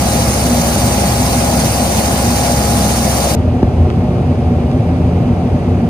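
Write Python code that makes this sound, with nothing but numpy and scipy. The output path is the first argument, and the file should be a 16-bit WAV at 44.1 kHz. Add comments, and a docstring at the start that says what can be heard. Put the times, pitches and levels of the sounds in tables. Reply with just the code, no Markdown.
"""A farm grain yard from two spots in turn, through a small stereo microphone.
0-3.35 s, beside an auger: kernels hiss and rap in the steel tube, its drive hums and whines;
behind it the dryer's fan and burner roar and its plenum howls, wavering near 240 Hz.
From 3.35 s, further off, facing the dryer: roar and howl, a surging burner boom, a fan blade tone.
At 3.6, 3.9 and 4.7 s a hand knocks the microphone case."""
import sys
import numpy as np
from scipy import signal
from scipy.fft import rfft, irfft, next_fast_len
from scipy.io import wavfile
from scipy.ndimage import uniform_filter1d

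SR = 44100
rng = np.random.default_rng(int(sys.argv[2]) if len(sys.argv) > 2 else 0)


def dump(signal):
    """Clip the signal to [-1, 1] and save it as 16-bit WAV at the path in sys.argv[1]."""
    limited = np.clip(np.atleast_2d(signal).T, -1, 1)
    pcm = np.round(limited * 32767).astype(np.int16)
    wavfile.write(sys.argv[1], SR, pcm)


N = 259749
FFT_SIZE = next_fast_len(N)
HZ, T = np.fft.rfftfreq(FFT_SIZE, 1 / SR), np.arange(N) / SR


# Roar spectrum per spot: (frequency [Hz], relative density [dB])
NEAR_ROAR = [(18, -59), (30, -35), (48, -9.5), (69, -7), (91, -5), (118, -1.5), (243, -4), (276, -7.5),
             (330, -8), (439, -13.5), (538, -5.5), (809, -13.5), (903, -17), (2500, -32.5), (3250, -79),
             (5500, -120)]
FAR_ROAR = [(28, -44), (55, -4.5), (110, -0.5), (190, -6), (300, -15.5), (520, -13.5), (740, -17.5),
            (1000, -28.5), (1300, -32.5), (1650, -37), (2400, -37.5), (4000, -46.5), (6000, -51.5),
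            (9000, -57), (12600, -61.5), (14500, -68), (15600, -80)]
# Roar peaks and dips; the low dips let motor hum and burner boom stand clear:
# (centre [Hz], width [Hz], gain [dB])
NEAR_PEAKS_DIPS = [(53, 9.9, 4), (68, 12, -8), (86, 12, 5), (114.3, 20, 5), (150, 8.5, -3),
                   (176.6, 15, 4.5), (186.3, 9, -6.5), (208.1, 10.4, 8), (223, 7, -3), (241, 11, 2),
                   (283, 15, -2), (686.5, 28, 7), (724, 26, 5), (770, 21, 5.5)]
FAR_PEAKS_DIPS = [(84, 32, -3.5), (122.7, 19.4, 3.5), (191, 30, -4.5), (250, 51, 7.5), (356.3, 16.4, 7.5),
                  (520, 20, -9), (612, 20, 6), (642, 20, -8.5), (739, 26, 5.5)]

def dryer_roar(spectrum, peaks_dips, image, level_db, patchy_db):
    """Turbulent air from fan and burner."""
    air = stereo_noise(rng.standard_normal(N), colour_db(spectrum, peaks_dips), image)
    return gain_of(level_db) * patchy(air, patchy_db)


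# Kernel hiss spectrum: (frequency [Hz], relative density [dB])
KERNEL_SPECTRUM = [(700, 5), (1500, 0), (2950, 0), (3300, -3), (3800, -.8), (4900, .8), (6500, 2.5),
                   (7800, -1.5), (9000, 0.5), (12000, -2), (13500, -6.5), (14500, -6.5), (15600, -13.5)]

def kernel_hiss(level_db=-20, hits_per_s=14000, flight_hz=15.2):
    """Dense kernel hits in the tube, pushed in small heaps by each turn of the auger flight."""
    hits = rng.standard_normal(N) * (rng.random(N) < hits_per_s / SR)
    hits *= gain_of(0.87 * rng.standard_normal(N))
    heaps_db = 0.55 * np.sin(2 * np.pi * flight_hz * T) + 0.33 * drift(40)
    hiss = stereo_noise(evened(hits), colour_db(KERNEL_SPECTRUM), NEAR_IMAGE)
    return patchy(hiss, depth_db=1.7) * gain_of(level_db + heaps_db)


# Burner surges: (time [s], level [dB], width [s], pitch [Hz])
BURNER_SURGES = [(3.39, -18, 0.041, 84), (3.49, -14, 0.064, 83.9), (3.68, -22, 0.06, 84.6),
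                 (3.815, -10, 0.082, 84), (4.0, -18.5, 0.066, 86.6), (4.29, -18, 0.093, 84),
                 (4.46, -17, 0.091, 81.4), (4.56, -20, 0.039, 84), (4.66, -19, .04, 81.8),
                 (4.76, -22, 0.04, 82.4), (4.9, -18, 0.063, 84), (5.05, -14.5, 0.076, 81.15),
                 (5.14, -19, 0.024, 87.8), (5.409, -23, 0.051, 92.4), (5.54, -19, 0.06, 95.7),
                 (5.72, -12, 0.043, 87.5)]

def burner_boom(base_db=-24.5):
    """The burner booms unevenly, surging above a wavering base level."""
    level_db = swelling_db(base_db + 2.4 * drift(25), BURNER_SURGES)
    pitch_hz = column(BURNER_SURGES, T, index=3)
    return tone(pitch_hz, level_db, FAR_IMAGE, wander_hz=2.4, waver_db=0.81, pace_hz=19)


# Loudest moments of the howls, each at its own pitch: the wavering howl near 240 Hz and a second, lower one
# near 210 Hz: # (time [s], level [dB], width [s], pitch [Hz])
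HOWL_MOMENTS = [(.2, -32, 0.095, 245), (0.507, -14.5, 0.044, 243), (.6, -17.5, 0.089, 240),
                (0.678, -17.5, 0.056, 240.2), (0.858, -15.5, 0.028, 222), (1.22, -14, 0.035, 247.9),
                (1.372, -13.5, 0.044, 240), (1.49, -18, 0.037, 243), (1.629, -15.5, 0.043, 215),
                (2.262, -14.5, 0.039, 242.8), (2.415, -22, 0.034, 240), (2.53, -21, 0.023, 247.5),
                (2.78, -18, 0.14, 209), (3.002, -20, .08, 238), (3.561, -13.5, 0.044, 241.5),
                (3.981, -18.5, 0.037, 232), (4.3, -23, 0.051, 245.2), (4.61, -20, 0.056, 250),
                (4.765, -15.5, 0.032, 239.6), (4.952, -16, 0.051, 262.1), (5.08, -17.5, 0.026, 258.4),
                (5.311, -14, 0.032, 231.7), (5.68, -18, 0.031, 250), (5.84, -17, 0.033, 242)]

def plenum_howl(image, base_hz=242.5, base_db=-27.5, floor_db=-61):
    """A noisy plenum howl near 242 Hz, wavering in pitch and level, with brief louder swells each held at its
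    own pitch; those near 210 Hz come from a second, lower howl."""
    flutter_db = base_db + 3.7 * drift(60)
    time_s, _, _, pitch_hz = np.transpose(HOWL_MOMENTS)
    midpoints_s = (time_s[1:] + time_s[:-1]) / 2
    loud_hz = pitch_hz[np.searchsorted(midpoints_s, T)]
    loud_db = swelling_db(floor_db, HOWL_MOMENTS)
    loud = tone(loud_hz, loud_db, image, wander_hz=2.95, waver_db=1, pace_hz=20)
    return loud + tone(base_hz, flutter_db, image, wander_hz=5.73, waver_db=1.3, pace_hz=25.08)


# Auger drive partials: (harmonic [n], level [dB])
DRIVE_PARTIALS = [(9, -28), (11, -47), (16, -48), (18, -51), (19, -47), (20, -50)]

def auger_drive(drive_hz=90.94, hum_hz=67.4, hum_db=-21):
    """Drive whine over a low motor hum."""
    whine = sum(tone(harmonic * drive_hz, db, NEAR_IMAGE, wander_hz=0.4, waver_db=1.4)
                for harmonic, db in DRIVE_PARTIALS)
    return whine + tone(hum_hz, hum_db, NEAR_IMAGE, wander_hz=0.19, waver_db=0.49)


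# Blade tone envelope: (time [s], level [dB])
BLADE_LEVELS = [(3.35, -32), (3.85, -41), (3.95, -26), (4.14, -20.5), (4.3, -33), (4.6, -30), (4.9, -25),
                (5.4, -21.5), (5.89, -22)]

def fan_blades(blade_hz=177):
    """The fan blades sing a nearly steady pitch."""
    return tone(blade_hz, column(BLADE_LEVELS, T), FAR_IMAGE, wander_hz=1.37, waver_db=3, pace_hz=9)


# Case knocks: (time [s], gain [dB], start pitch [Hz], time to half pitch [s], rise [s], t60 [s])
CASE_KNOCKS = [(3.6284, 8, 880, .00152, .0024, .066), (3.6294, -5, 13000, .0003, .0035, .007),
               (3.9017, -3, 16000, .00018, .0035, .011), (4.7147, -3.5, 14000, .0002, .0035, .006)]

def case_knocks():
    """A hand knocks the case: highs arrive first, lows follow, in a falling sweep."""
    left = np.zeros(N)
    for time_s, db, start_hz, halving_s, rise_s, t60_s in CASE_KNOCKS:
        age_s = np.maximum(T - time_s, 0)
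        cycles = start_hz * halving_s * np.log(1 + age_s / halving_s)
        attack = 1 - np.exp(-age_s / rise_s)
        left -= gain_of(db - 60 * age_s / t60_s) * attack * np.sin(2 * np.pi * cycles)
    _, lead_rad, _ = image_at(FAR_IMAGE, HZ)
    right = irfft(rfft(left, FFT_SIZE) * np.exp(-1j * lead_rad), FFT_SIZE)[:N]
    return np.array([left, right])


# Steel tube modes: (frequency [Hz], relative level [dB], t60 [s])
TUBE_MODES = [(1020, 3, 0.024), (1300, 1, 0.029), (1910, -1.5, .02), (2590, -5, 0.015), (4500, 1.5, 0.019),
              (4950, 3.5, .015), (6480, 6, .012)]

def kernel_raps(level_db=-34, raps_per_s=200):
    """Large kernels hit with uneven force, each ringing one mode of the tube."""
    force_db = 3.4 * np.minimum(rng.exponential(1, N), 4)
    hits = gain_of(force_db) * (rng.random(N) < raps_per_s / SR)
    struck_mode = rng.integers(0, len(TUBE_MODES), N)
    age_s, ringing = T[:2048], np.zeros(N)
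    for mode, (hz, db, t60_s) in enumerate(TUBE_MODES):
        ring = gain_of(db - 60 * age_s / t60_s) * np.sin(2 * np.pi * hz * age_s)
        ringing += signal.oaconvolve(hits * (struck_mode == mode), ring)[:N]
    _, lead_rad, balance_db = image_at(NEAR_IMAGE, HZ)
    spectrum = rfft(evened(ringing), FFT_SIZE)
    pair = panned(spectrum, spectrum * np.exp(-1j * lead_rad), balance_db)
    return gain_of(level_db) * irfft(pair, FFT_SIZE)[:, :N]


# Stereo image, shared bass then per spot; treble wide near 11.7 kHz, centred near 14 kHz:
# (frequency [Hz], likeness [0-1], left lead [rad], left minus right [dB])
BASS_IMAGE = [(0, .992, 0, .3), (120, .985, 0, .2)]
NEAR_IMAGE = [(290, 0.92, 0.097, 0.5), (705, 0.66, 0.65, 4), (1150, 0.47, 0.45, 1), (1750, 0.02, 3.1, -1.5),
              (2250, 0.47, 7.1, -0.5), (3300, 0.51, 10.03, -2.5), (3970, 0.5, 11.3, 0),
              (4530, 0.7, 12.1, -4), (5450, 0.53, 15, -7), (5530, 0.34, 17.3, -2), (6400, 0.2, 14.4, -6),
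              (7230, 0.6, 15.4, 1), (7960, .6, 14.46, 1), (8930, 0.92, 12.4, -0.5), (10000, 0.8, 11.8, .1),
              (10760, 0.77, 10.6, 1), (11150, .999, 9.43, .02), (12250, .999, 9.41, .02),
              (12630, 0.7, 7.8, 2), (13300, .98, 6.4, .1), (14600, .98, 6.2, -1), (15400, .9, 3.2, .1)]
FAR_IMAGE = [(302, 0.97, 0.08, .1), (520, 0.88, 0.32, 0), (800, 0.89, -0.2, .9), (1260, 0.67, -.9, 3),
             (1540, 0.11, -3, -0.5), (2220, 0.8, -1, -2), (3320, .7, 2, -4.5), (3970, .55, 1.7, -2.5),
             (4670, .1, 4, -7.5), (5600, 0.54, 3.5, -4.5), (6540, 0.58, 5.5, -3), (6940, .1, 9.5, 2),
             (7630, 0.79, 9, -1), (9000, .93, 6.5, 1), (10000, .8, 6.5, .1), (10700, .8, 4.5, .1),
             (11240, 1, 3.5, .05), (12200, .99, 3.1, .05), (12700, .8, 1.5, .1), (13300, .98, 0.5, .1),
             (14600, .95, -.1, -1), (15400, .6, -2.8, 1)]

def image_at(image, hz):
    """Likeness, phase lead and balance of the two channels at hz."""
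    return [column(BASS_IMAGE + image, hz, index) for index in (1, 2, 3)]


def stereo_noise(white, spectrum_db, image):
    """White source to coloured stereo, rms 1; right is phase-shifted and partly independent."""
    shared, independent = rfft(white, FFT_SIZE), rfft(rng.standard_normal(N), FFT_SIZE)
    likeness, lead_rad, balance_db = image_at(image, HZ)
    likeness = np.clip(likeness, 0, 1)
    right = likeness * shared * np.exp(-1j * lead_rad) + np.sqrt(1 - likeness ** 2) * independent
    pair = panned(shared, right, balance_db) * gain_of(spectrum_db)
    return evened(irfft(pair, FFT_SIZE)[:, :N])


def tone(hz, db, image, wander_hz, waver_db, pace_hz=4.9):
    """Stereo sine with drifting pitch and level."""
    phase = 2 * np.pi * (np.cumsum(hz + wander_hz * drift(pace_hz)) / SR + rng.random())
    _, lead_rad, balance_db = image_at(image, np.mean(hz))
    pair = panned(np.sin(phase), np.sin(phase - lead_rad), balance_db)
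    return np.sqrt(2) * gain_of(db + waver_db * drift(pace_hz)) * pair


def panned(left, right, balance_db):
    """Stereo pair, left raised over right by balance_db."""
    return np.array([left * gain_of(balance_db / 2), right * gain_of(-balance_db / 2)])


def patchy(pair, depth_db):
    """Patches a few hundred Hz wide swell and fade at random, alike in both channels."""
    frames = signal.stft(pair, nperseg=512, noverlap=384)[2]
    patches = uniform_filter1d(rng.standard_normal(frames.shape[1:]), size=4, axis=0)
    patches = uniform_filter1d(patches, size=10, axis=1)
    frames *= gain_of(depth_db * evened(patches))
    return signal.istft(frames, nperseg=512, noverlap=384)[1][:, :N]


def colour_db(spectrum, peaks_dips=()):
    """Spectrum interpolated over log frequency, plus peaks and dips."""
    hz, db = np.transpose(spectrum)
    bumps_db = sum(gain_db / (1 + (2 * (HZ - centre_hz) / width_hz) ** 2)
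                   for centre_hz, width_hz, gain_db in peaks_dips)
    return np.interp(np.log(HZ + 1), np.log(hz), db, left=-60) + bumps_db


def swelling_db(base_db, swells):
    """Base level plus bell-shaped swells; widths at half height."""
    bells = sum(gain_of(db) * np.exp(-4 * np.log(2) * ((T - time_s) / width_s) ** 2)
                for time_s, db, width_s, _ in swells)
    return 20 * np.log10(gain_of(base_db) + bells)


def drift(top_hz):
    """Slow random motion up to top_hz, rms 1."""
    coarse_s = T[::64]
    slow = sum(np.sin(2 * np.pi * (hz * coarse_s + rng.random())) / np.sqrt(hz)
               for hz in np.geomspace(top_hz / 20, top_hz, num=24))
    return np.interp(T, coarse_s, evened(slow))


def column(rows, at, index=1):
    """Table column, interpolated linearly against the first."""
    rows = np.array(rows, float)
    return np.interp(at, rows[:, 0], rows[:, index])


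def evened(x):
    """Scaled to rms 1."""
    return x / np.sqrt(np.mean(abs(x) ** 2) + 1e-20)


def gain_of(db):
    """Decibels to gain."""
    return 10 ** (np.asarray(db) / 20)


def scene(switch_s=3.3525, fade_s=0.0014):
    """Auger spot fades out quickly, dryer spot fades in."""
    near = dryer_roar(NEAR_ROAR, NEAR_PEAKS_DIPS, NEAR_IMAGE, level_db=-14.5, patchy_db=1.1)
    near += plenum_howl(NEAR_IMAGE) + kernel_hiss() + kernel_raps() + auger_drive()
    far = dryer_roar(FAR_ROAR, FAR_PEAKS_DIPS, FAR_IMAGE, level_db=-14, patchy_db=0.6)
    far += plenum_howl(FAR_IMAGE) + burner_boom() + fan_blades() + case_knocks()
    return near * np.clip((switch_s - T) / fade_s, 0, 1) + far * np.clip((T - switch_s) / fade_s, 0, 1)


def record(dry):
    """Peaks round off near full scale, then a low-pass limits the band."""
    edge_hz = 15680
    rounded = dry / (1 + dry ** 16) ** (1 / 16)
    lowpass = signal.firwin(1023, edge_hz, window=("kaiser", 9), fs=SR)
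    return signal.oaconvolve(rounded, lowpass[None], "same")


dry = scene()
out = record(dry)
dump(out)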